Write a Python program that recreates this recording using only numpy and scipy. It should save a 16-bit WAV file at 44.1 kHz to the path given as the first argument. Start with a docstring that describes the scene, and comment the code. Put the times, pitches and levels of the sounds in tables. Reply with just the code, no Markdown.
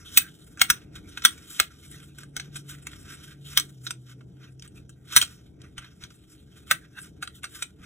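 """In a small quiet room, hands fold a toy of linked hard plastic discs close in front of a phone.
Discs slide with a soft hiss (grainy noise through the discs' tones), then snap into place: a burst
of random contacts rings the same tones. Low damped swings are dull bumps of the hands.
Behind it are a far motor's wavering low tone and a faint rumble of shaped noise.
The phone hears through two microphone ports, clips peaks beyond full scale and cuts the top treble."""
import sys
import numpy as np
from scipy import signal
from scipy.fft import rfft, irfft, next_fast_len
from scipy.io import wavfile
from scipy.ndimage import uniform_filter1d

SR = 44100
rng = np.random.default_rng(int(sys.argv[2]) if len(sys.argv) > 2 else 0)


def to_wav(sig):
    """Store sig (one row per channel, or 1-D mono) as 16-bit WAV at the path in sys.argv[1].

    Samples outside -1..1 are clipped; the rate is SR.
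    """
    pcm = np.clip(np.atleast_2d(sig), -1, 1) * 32767
    pcm = np.round(pcm).astype(np.int16)
    wavfile.write(sys.argv[1], SR, pcm.T)  # frames by channels


N = 346185  # length [samples]

# tones (modes) the discs ring with: (pitch [Hz], relative level [dB], time to die away by 60 dB [s])
DISC_MODES = [(210, -6.5, 0.016), (760, -9, 0.022), (1439, -0.5, 0.014), (1600, 0.5, 0.016),
              (1934, -5.5, 0.013), (2207, 1.5, 0.011), (2520, 2, 0.014), (2704, -0.5, 0.018),
              (3210, -3.5, 0.0056), (3390, -5, 0.0073), (3847, 3, 0.0072), (4216, -4, 0.01),
              (5677, -5, 0.016), (6084, -8.5, 0.025), (7640, -11.5, 0.013), (8170, -6.5, 0.029),
              (8584, -0.5, 0.019), (11620, -9, 0.014), (15300, -6.5, 0.027), (14800, -13, 0.045)]


def snaps():
    """Each snap is a growing slip, a blow and a dying rattle that hit the modes a little differently."""
    # blows and ticks: (time [s], face level [dB], rim level [dB], link level [dB], edge level [dB],
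    # mode hit hardest [Hz], time for the rattle to die away by 60 dB [s])
    snap_table = [(0.1736, -15.5, -13.5, -18.5, -7, 2470, 0.03), (0.182, -31.5, -28, -27, -17, 3430, 0.04),
                  (0.573, -47, -61.5, -58, -53, 1430, 0.11), (0.595, -45.5, -41, -40.0, -45, 2980, 0.039),
                  (0.615, -13.5, -12.5, -19, -13, 2260, 0.021), (0.701, -18, -20, -17, -13, 1380, 0.037),
                  (0.954, -53, -46, -56, -48, 3820, 0.077), (1.089, -63, -59.5, -58.5, -51.5, 3060, 0.054),
                  (1.1733, -33.5, -34, -48, -42.5, 1570, 0.033), (1.22, -43, -43.5, -42.5, -47, 3740, 0.08),
                  (1.25, -15, -12.0, -15.5, -8.5, 3260, 0.039),
                  (1.599, -16.5, -16, -23, -16.0, 2240, 0.029), (2.1846, -47, -51.5, -53, -43, 1540, 0.03),
                  (2.233, -48.5, -54, -59, -47, 1570, 0.031), (2.3651, -35.5, -34, -33, -31.5, 1420, 0.048),
                  (2.3976, -36, -35, -39.5, -39.5, 2190, 0.046),
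                  (2.557, -42.5, -41.5, -51, -40, 3690, 0.074), (2.869, -37, -43.5, -45, -35, 2160, 0.028),
                  (2.932, -48.5, -50, -70, -60, 3000, 0.043),
                  (3.5739, -22.5, -13.5, -18.5, -16, 3310, 0.025),
                  (3.583, -32, -28.5, -32.5, -31, 3710, 0.03),
                  (3.597, -38.0, -28.5, -30, -24.5, 4200, 0.036),
                  (3.867, -37, -31, -36.5, -43, 3790, 0.046), (3.907, -34, -35.0, -34.5, -30.5, 1390, 0.02),
                  (4.2087, -56.5, -62.0, -70.5, -73, 1510, 0.037),
                  (4.5955, -68, -59.5, -49.5, -59, 2750, 0.023),
                  (4.6226, -56, -47.5, -48.5, -48, 3570, 0.023), (4.677, -67, -57.5, -73, -48, 3200, 0.023),
                  (4.8932, -59.0, -60, -59, -49.5, 1460, 0.05),
                  (5.1632, -16.5, -12.5, -16, -7, 1890, 0.054), (5.174, -29, -22, -25, -18.0, 3170, 0.04),
                  (5.2147, -32, -18, -28.5, -22.5, 3180, 0.033),
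                  (5.224, -29.5, -29.5, -30.0, -28.5, 1420, 0.04),
                  (5.617, -65.5, -53.5, -57, -53.5, 2990, 0.019),
                  (5.7797, -40.5, -38, -47, -41, 3190, 0.042), (5.844, -49.5, -50, -63, -61, 3070, 0.034),
                  (6.037, -50.5, -39.5, -47.5, -46, 3870, 0.032),
                  (6.104, -57, -57, -60.0, -57.5, 1410, 0.04),
                  (6.7114, -15.5, -19.5, -26.5, -19.5, 2130, 0.025),
                  (6.716, -30.5, -32, -32.5, -23, 1890, 0.04), (6.986, -46.5, -57, -59.5, -57, 1350, 0.03),
                  (7.226, -31, -36.5, -44.5, -35, 1390, 0.039),
                  (7.275, -40.5, -38, -53, -42.5, 1430, 0.025), (7.433, -44, -46, -58, -39, 1390, 0.03),
                  (7.441, -34, -38, -40.5, -35, 1380, 0.064), (7.623, -32, -31.5, -36, -28, 2516, 0.041)]
    contacts_per_s = 4500
    slip_db, slip_rise_s = -17.5, 0.0058  # level just before the blow; time to grow by a factor e
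    crowd_t60_s = 0.01
    body_db, favoured_db = -18.5, 10  # hollow body under the face; lift of the modes a blow lands on
    # weaker blows are softer contacts: the treble cut sinks with the level
    soft_cut_hz, soft_cut_db_per_db = 37000, 0.53
    lead, start = 1024, int(.006 * SR)  # samples before the blow; levels are those of the first 6 ms
    out = np.zeros(N + 8192)
    t = np.arange(-lead, 3072) / SR
    after = t[lead:2 * lead]
    mode_hz = np.array(DISC_MODES)[:, :1]
    for s, *levels_db, hardest_hz, length in snap_table:
        levels_db = [levels_db[0] + body_db] + levels_db
        lift_db = favoured_db * np.exp(-(np.log(mode_hz / hardest_hz) / 0.047) ** 2)
        contact = (rng.random(len(t)) < contacts_per_s / SR) * rng.standard_normal(len(t))
        contact[lead] = 2.2  # the blow itself
        growing = undb(slip_db) * np.exp(-np.abs(t) / slip_rise_s)
        dying = np.exp(-np.log(1000) * np.abs(t) / max(length, .003))
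        contact *= np.where(t < 0, growing, dying)
        # chance shifts the strength and pitch of every mode
        chance = rng.standard_normal((2, len(DISC_MODES), 1))
        gain = undb(lift_db + 2.5 * chance[0])
        detune = 1 + .013 * chance[1]
        crowd = rng.standard_normal(len(after)) * np.exp(-np.log(1000) * after / crowd_t60_s)
        parts = signal.fftconvolve(contact[None], ring(gain, detune, crowd))
        cut_hz = min(soft_cut_hz * undb(soft_cut_db_per_db * max(levels_db)), .45 * SR)
        parts = signal.lfilter(*signal.butter(2, cut_hz, fs=SR), parts)
        part_gain = undb(levels_db) / np.std(parts[:, lead:lead + start], axis=1)
        hit = part_gain @ parts
        i = int(s * SR) - lead
        out[i:i + len(hit)] += hit
    return out[:N]


def ring(gain, detune, crowd):
    """Ringing of body, face, rim, links and edge after one tap: strong modes over a crowd of small ones."""
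    # borders between body, face, rim, links and edge: [Hz]
    group_hz = [90, 1180, 2800, 4800, 7000, 16000]
    # crowd level in each of the five groups: [dB]
    crowd_db = [6.2, 8.1, 2, 3.9, 1.3]
    hz, mode_db, t60 = np.transpose(DISC_MODES)[:, :, None]
    t = np.arange(len(crowd)) / SR
    fading = np.exp(-np.log(1000) * t / t60)
    modes = gain * undb(mode_db) * np.sin(2 * np.pi * hz * detune * t) * fading
    parts = []
    for lo, hi, db in zip(group_hz, group_hz[1:], crowd_db):
        inside = (hz[:, 0] > lo) & (hz[:, 0] < hi)
        parts.append(band(modes[inside].sum(axis=0) + undb(db) * crowd, lo, hi))
    return np.array(parts)


def slide():
    """Grainy friction noise in the same discs; the small modes blur into an even hiss."""
    gain, bright_db = strokes()
    grains = undb(3.2 * np.minimum(rng.exponential(size=N), 5))
    flutter = undb(2.6 * walk(80) + 1.2 * walk(300))
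    rub = rng.standard_normal(N) * grains * flutter
    even = undb(15.5) * signal.unit_impulse(1024)
    parts = (unit(p[:N]) for p in signal.fftconvolve(rub[None], ring(0.58, 1., even)))
    # the grip shifts the colour all the time
    body, face, rim, links, edge = (p * undb(1.9 * walk(24)) for p in parts)
    edge = signal.lfilter(*signal.butter(1, 7000, fs=SR), edge)  # friction is duller than a blow
    dull = undb(-bright_db - 11.0) * (undb(-18) * body + face)
    middle = undb(-10.5) * rim + undb(-13) * links
    bright = undb(bright_db - 6.0) * edge
    return gain * (undb(-10) * catches(rub) + dull + middle + bright)


def strokes():
    """Friction gain and brightness: every stroke swells and fades by one law over a faint rest level."""
    # discs and fingers sliding: (time of the peak [s], friction gain [dB], swell over 20 dB [ms],
    # fade over 20 dB [ms], brightness: edge raised and face lowered by [dB])
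    stroke_table = [(0.039, -53.5, 250, 170, -2), (.15, -35, 96, 150, 2.5), (0.469, -54.5, 315, 160, 5),
                    (.78, -49.5, 290, 99, -4.5), (0.961, -42, 38, 62, -2.5), (1.139, -46.5, 120, 980, -0.5),
                    (1.568, -38, 155, 140, 4), (1.86, -47, 91, 340, 4.5), (2.03, -51, 280, 40, -6),
                    (2.21, -45, 67, 36, -0.5), (2.421, -53.5, 96, 240, -2), (2.55, -40, 34, 78, 3),
                    (2.695, -41, 40, 90, 3.5), (2.748, -41, 84, 18, -3.5), (2.95, -49, 290, 290, 0),
                    (3.11, -41, 75, 123, 0), (3.239, -46.5, 56, 124, 1), (3.322, -45, 170, 44, 2),
                    (3.472, -41.5, 36, 220, 5.5), (3.548, -38.5, 108, 97, 4), (3.86, -56.5, 184, 370, 6),
                    (4.1, -43.5, 40, 45, 3), (4.45, -49, 73.5, 76, -3), (4.65, -47.5, 31, 48, 0),
                    (4.781, -52.5, 75, 55, -1), (5.14, -30, 67, 182, 0.5), (5.639, -53.5, 93, 71, -7),
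                    (5.781, -45, 16, 135, -5), (6.032, -41.5, 37, 35, -4), (6.15, -60, 490, 310, 3.5),
                    (6.31, -54.5, 62, 180, 3.5), (6.59, -50.5, 110, 70, 2.5), (6.681, -43.5, 40, 150, 1.5),
                    (6.849, -51.5, 57, 30, -2.5), (6.99, -45, 66, 63, 0), (7.071, -46, 126, 32, 0.5),
                    (7.224, -32, 9.2, 32, 1), (7.36, -51, 90, 70, 7.5), (7.433, -49, 16, 114, 5),
                    (7.557, -38, 48, 117, 3), (7.84, -49, 40, 100, -5.5)]
    roundness, rest_db = 1.11, -68.5  # 1 = pointed top, 2 = round top; hands never lie quite still
    t = np.arange(N) / SR
    power, bright = undb(rest_db) ** 2, 0
    for s, db, swell, fade, bright_db in stroke_table:
        away = 1000 * np.abs(t - s) / np.where(t < s, swell, fade)
        stroke = undb(db - 20 * np.minimum(away, 9) ** roundness) ** 2
        power = power + stroke
        bright = bright + stroke * bright_db
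    return np.sqrt(power), bright / power  # the stronger stroke decides the brightness


def catches(rub):
    """Single modes from 1.2 to 9 kHz catch and let go, singing out of the friction on their own."""
    wander_db = 13
    total = 0
    for hz, db, _ in DISC_MODES:
        if 1200 < hz < 9000:
            singing = signal.lfilter(*signal.iirpeak(hz, 14, fs=SR), rub)
            total = total + undb(db + wander_db * walk(22)) * singing
    return unit(total)


def bumps():
    """A dull bump as the hands jolt: a short, low, damped swing."""
    # jolts: (time [s], strength of the push before damping [dB])
    bump_table = [(0.18, -37.5), (0.618, -47), (0.712, -32), (1.25, -39.5), (1.611, -37), (2.373, -39.5),
                  (2.551, -39), (3.579, -39), (5.169, -49), (5.789, -32.5), (6.039, -36), (7.807, -43.5)]
    swing_hz, t60_s = 74, 0.04
    pushes, t = np.zeros(N), np.arange(SR // 4) / SR
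    s, db = np.transpose(bump_table)
    pushes[(s * SR).astype(int)] = undb(db)
    swing = np.sin(2 * np.pi * swing_hz * t) * np.exp(-np.log(1000) * t / t60_s)
    return signal.fftconvolve(pushes, swing)[:N]


def hum():
    """A far motor: one wavering low tone that swells, drops in pitch and fades."""
    # course of the tone before it wavers: (time [s], pitch [Hz], rms level [dB])
    hum_table = [(1.7, 141, -69), (1.9, 142.1, -52.5), (2.55, 141, -48.5), (2.9, 141.2, -53),
                 (2.98, 142, -73), (3.08, 141, -51.5), (3.58, 140.6, -47), (3.72, 140.5, -51),
                 (3.8, 125.8, -48), (4.2, 125.5, -50), (4.32, 129.5, -56), (4.45, 131.3, -49.5),
                 (4.75, 129.9, -52.5), (5.4, 122.2, -56.5), (5.9, 127.7, -60.5), (6.2, 124, -63)]
    hz, db = curve(hum_table)
    loudness = np.sqrt(2) * undb(db + 1.6 * walk(23))
    turns = np.cumsum(hz + .5 * walk(17)) / SR
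    return loudness * np.sin(2 * np.pi * turns)


def rumble():
    """Low room noise, most alike at both ports in the bass; bass and upper part swell partly together."""
    # tone colour: (frequency [Hz], relative level [dB])
    colour = [(18, -54.5), (30, -19), (75, 0), (108, -7.5), (143, -2), (184, -5), (237, -12), (315, -6),
              (354, -15), (443, -15.5), (507, -26.5), (703, -29), (1050, -43.5), (1360, -74)]
    # part unrelated between the ports: (frequency [Hz], size against the shared part [ratio])
    unlike = [(60, .14), (150, 0.18), (300, 0.34), (600, 0.82)]
    level_db = -51 + np.array([[.3], [-.3]])  # left, right
    hz = np.fft.rfftfreq(N, 1 / SR)
    mid, side = rfft(rng.standard_normal((2, N)))
    pair = mid + on_log_hz(unlike, hz) * side * np.array([[1], [-1]])
    pair = pair * undb(on_log_hz(colour, hz))
    swell_db = 2.1 * walk(7)
    bass = irfft(pair * (hz < 110), N) * undb(swell_db + 1.5 * walk(5))
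    upper = irfft(pair * (hz >= 110), N) * undb(swell_db + 1. * walk(4))
    return undb(level_db) * unit(bass + upper)


def tail(db, channels):
    """Dense wall echoes, made of noise that builds up within a few ms and dies away."""
    t60_s = 0.14
    t = np.arange(int(.5 * SR)) / SR
    shape = np.exp(-np.log(1000) * t / t60_s) * (1 - np.exp(-t / 0.00067))
    return undb(db) * rng.standard_normal((channels, len(t))) * shape / np.sqrt(np.sum(shape ** 2))


def ports(x):
    """Left port hears x as it is; the right has its timing shifted with pitch and is a little coloured."""
    # how far the right port lags, below zero where it leads: (frequency [Hz], lag [cycles])
    right_lag = [(0, 0), (600, -.07), (1000, -.06), (1500, 0), (1900, .12), (3600, .27), (4600, .5),
                 (6200, .92), (7200, 1.05), (8900, 1.5), (10300, 1.97), (11600, 2.05), (13100, 2.5),
                 (14600, 2.97)]
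    # colour of the right port: (frequency [Hz], boost [dB])
    right_boost = [(300, -0.4), (700, 0), (2000, 2), (4400, 0), (12000, -0.5)]
    size = next_fast_len(N)
    hz = np.fft.rfftfreq(size, 1 / SR)
    cycles = np.interp(hz, *np.transpose(right_lag))
    path = undb(on_log_hz(right_boost, hz)) * np.exp(-2j * np.pi * cycles)
    right = irfft(rfft(x, size) * path, size)[:N]
    return np.array([x, right])


def undb(db):
    """Turn decibels into a plain gain."""
    return 10 ** (np.asarray(db) / 20)


def unit(x):
    """Scale to rms 1."""
    return x / np.sqrt(np.mean(x ** 2))


def curve(table):
    """Columns of a time table, one value a sample."""
    s, *columns = np.transpose(table)
    return [np.interp(np.arange(N) / SR, s, c) for c in columns]


def on_log_hz(table, hz):
    """Read a (frequency, value) table on a log axis."""
    f, value = np.transpose(table)
    return np.interp(np.log(hz + 1), np.log(f), value)


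def walk(rate):
    """Slow random wander of rms 1: random levels held 1 / rate seconds and smoothed twice."""
    k = int(SR / rate)
    held = rng.standard_normal(size=2048)[np.arange(N) // k % 2048]
    return unit(uniform_filter1d(uniform_filter1d(held, k), k))


def band(x, lo_hz, hi_hz):
    """Steep band-pass: keep what lies between two frequencies."""
    return signal.sosfilt(signal.butter(4, [lo_hz, hi_hz], "band", fs=SR, output="sos"), x)


def scene():
    """Toy and its echoes at both ports, over bumps, hum and rumble."""
    toy = snaps() + slide()
    near = toy + signal.fftconvolve(toy, tail(-17, channels=1)[0])[:N]
    # duller echoes from the sides differ between the ports, and so do a few bright ones
    apart = signal.fftconvolve(band(toy, 210, 3600)[None], tail(-9, channels=2))[:, :N]
    glint = signal.fftconvolve(band(toy, 5000, 17000)[None], tail(-15, channels=2))[:, :N]
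    return ports(near + hum() + bumps()) + apart + glint + rumble()


def record(dry):
    """The phone clips peaks beyond full scale and cuts the top treble."""
    top_hz = 15700
    cut = signal.ellip(8, .2, 60, top_hz, fs=SR, output="sos")
    clipped = np.clip(dry, -1, 1)
    return np.clip(signal.sosfilt(cut, clipped), -1, 1)


dry = scene()
out = record(dry)
to_wav(out)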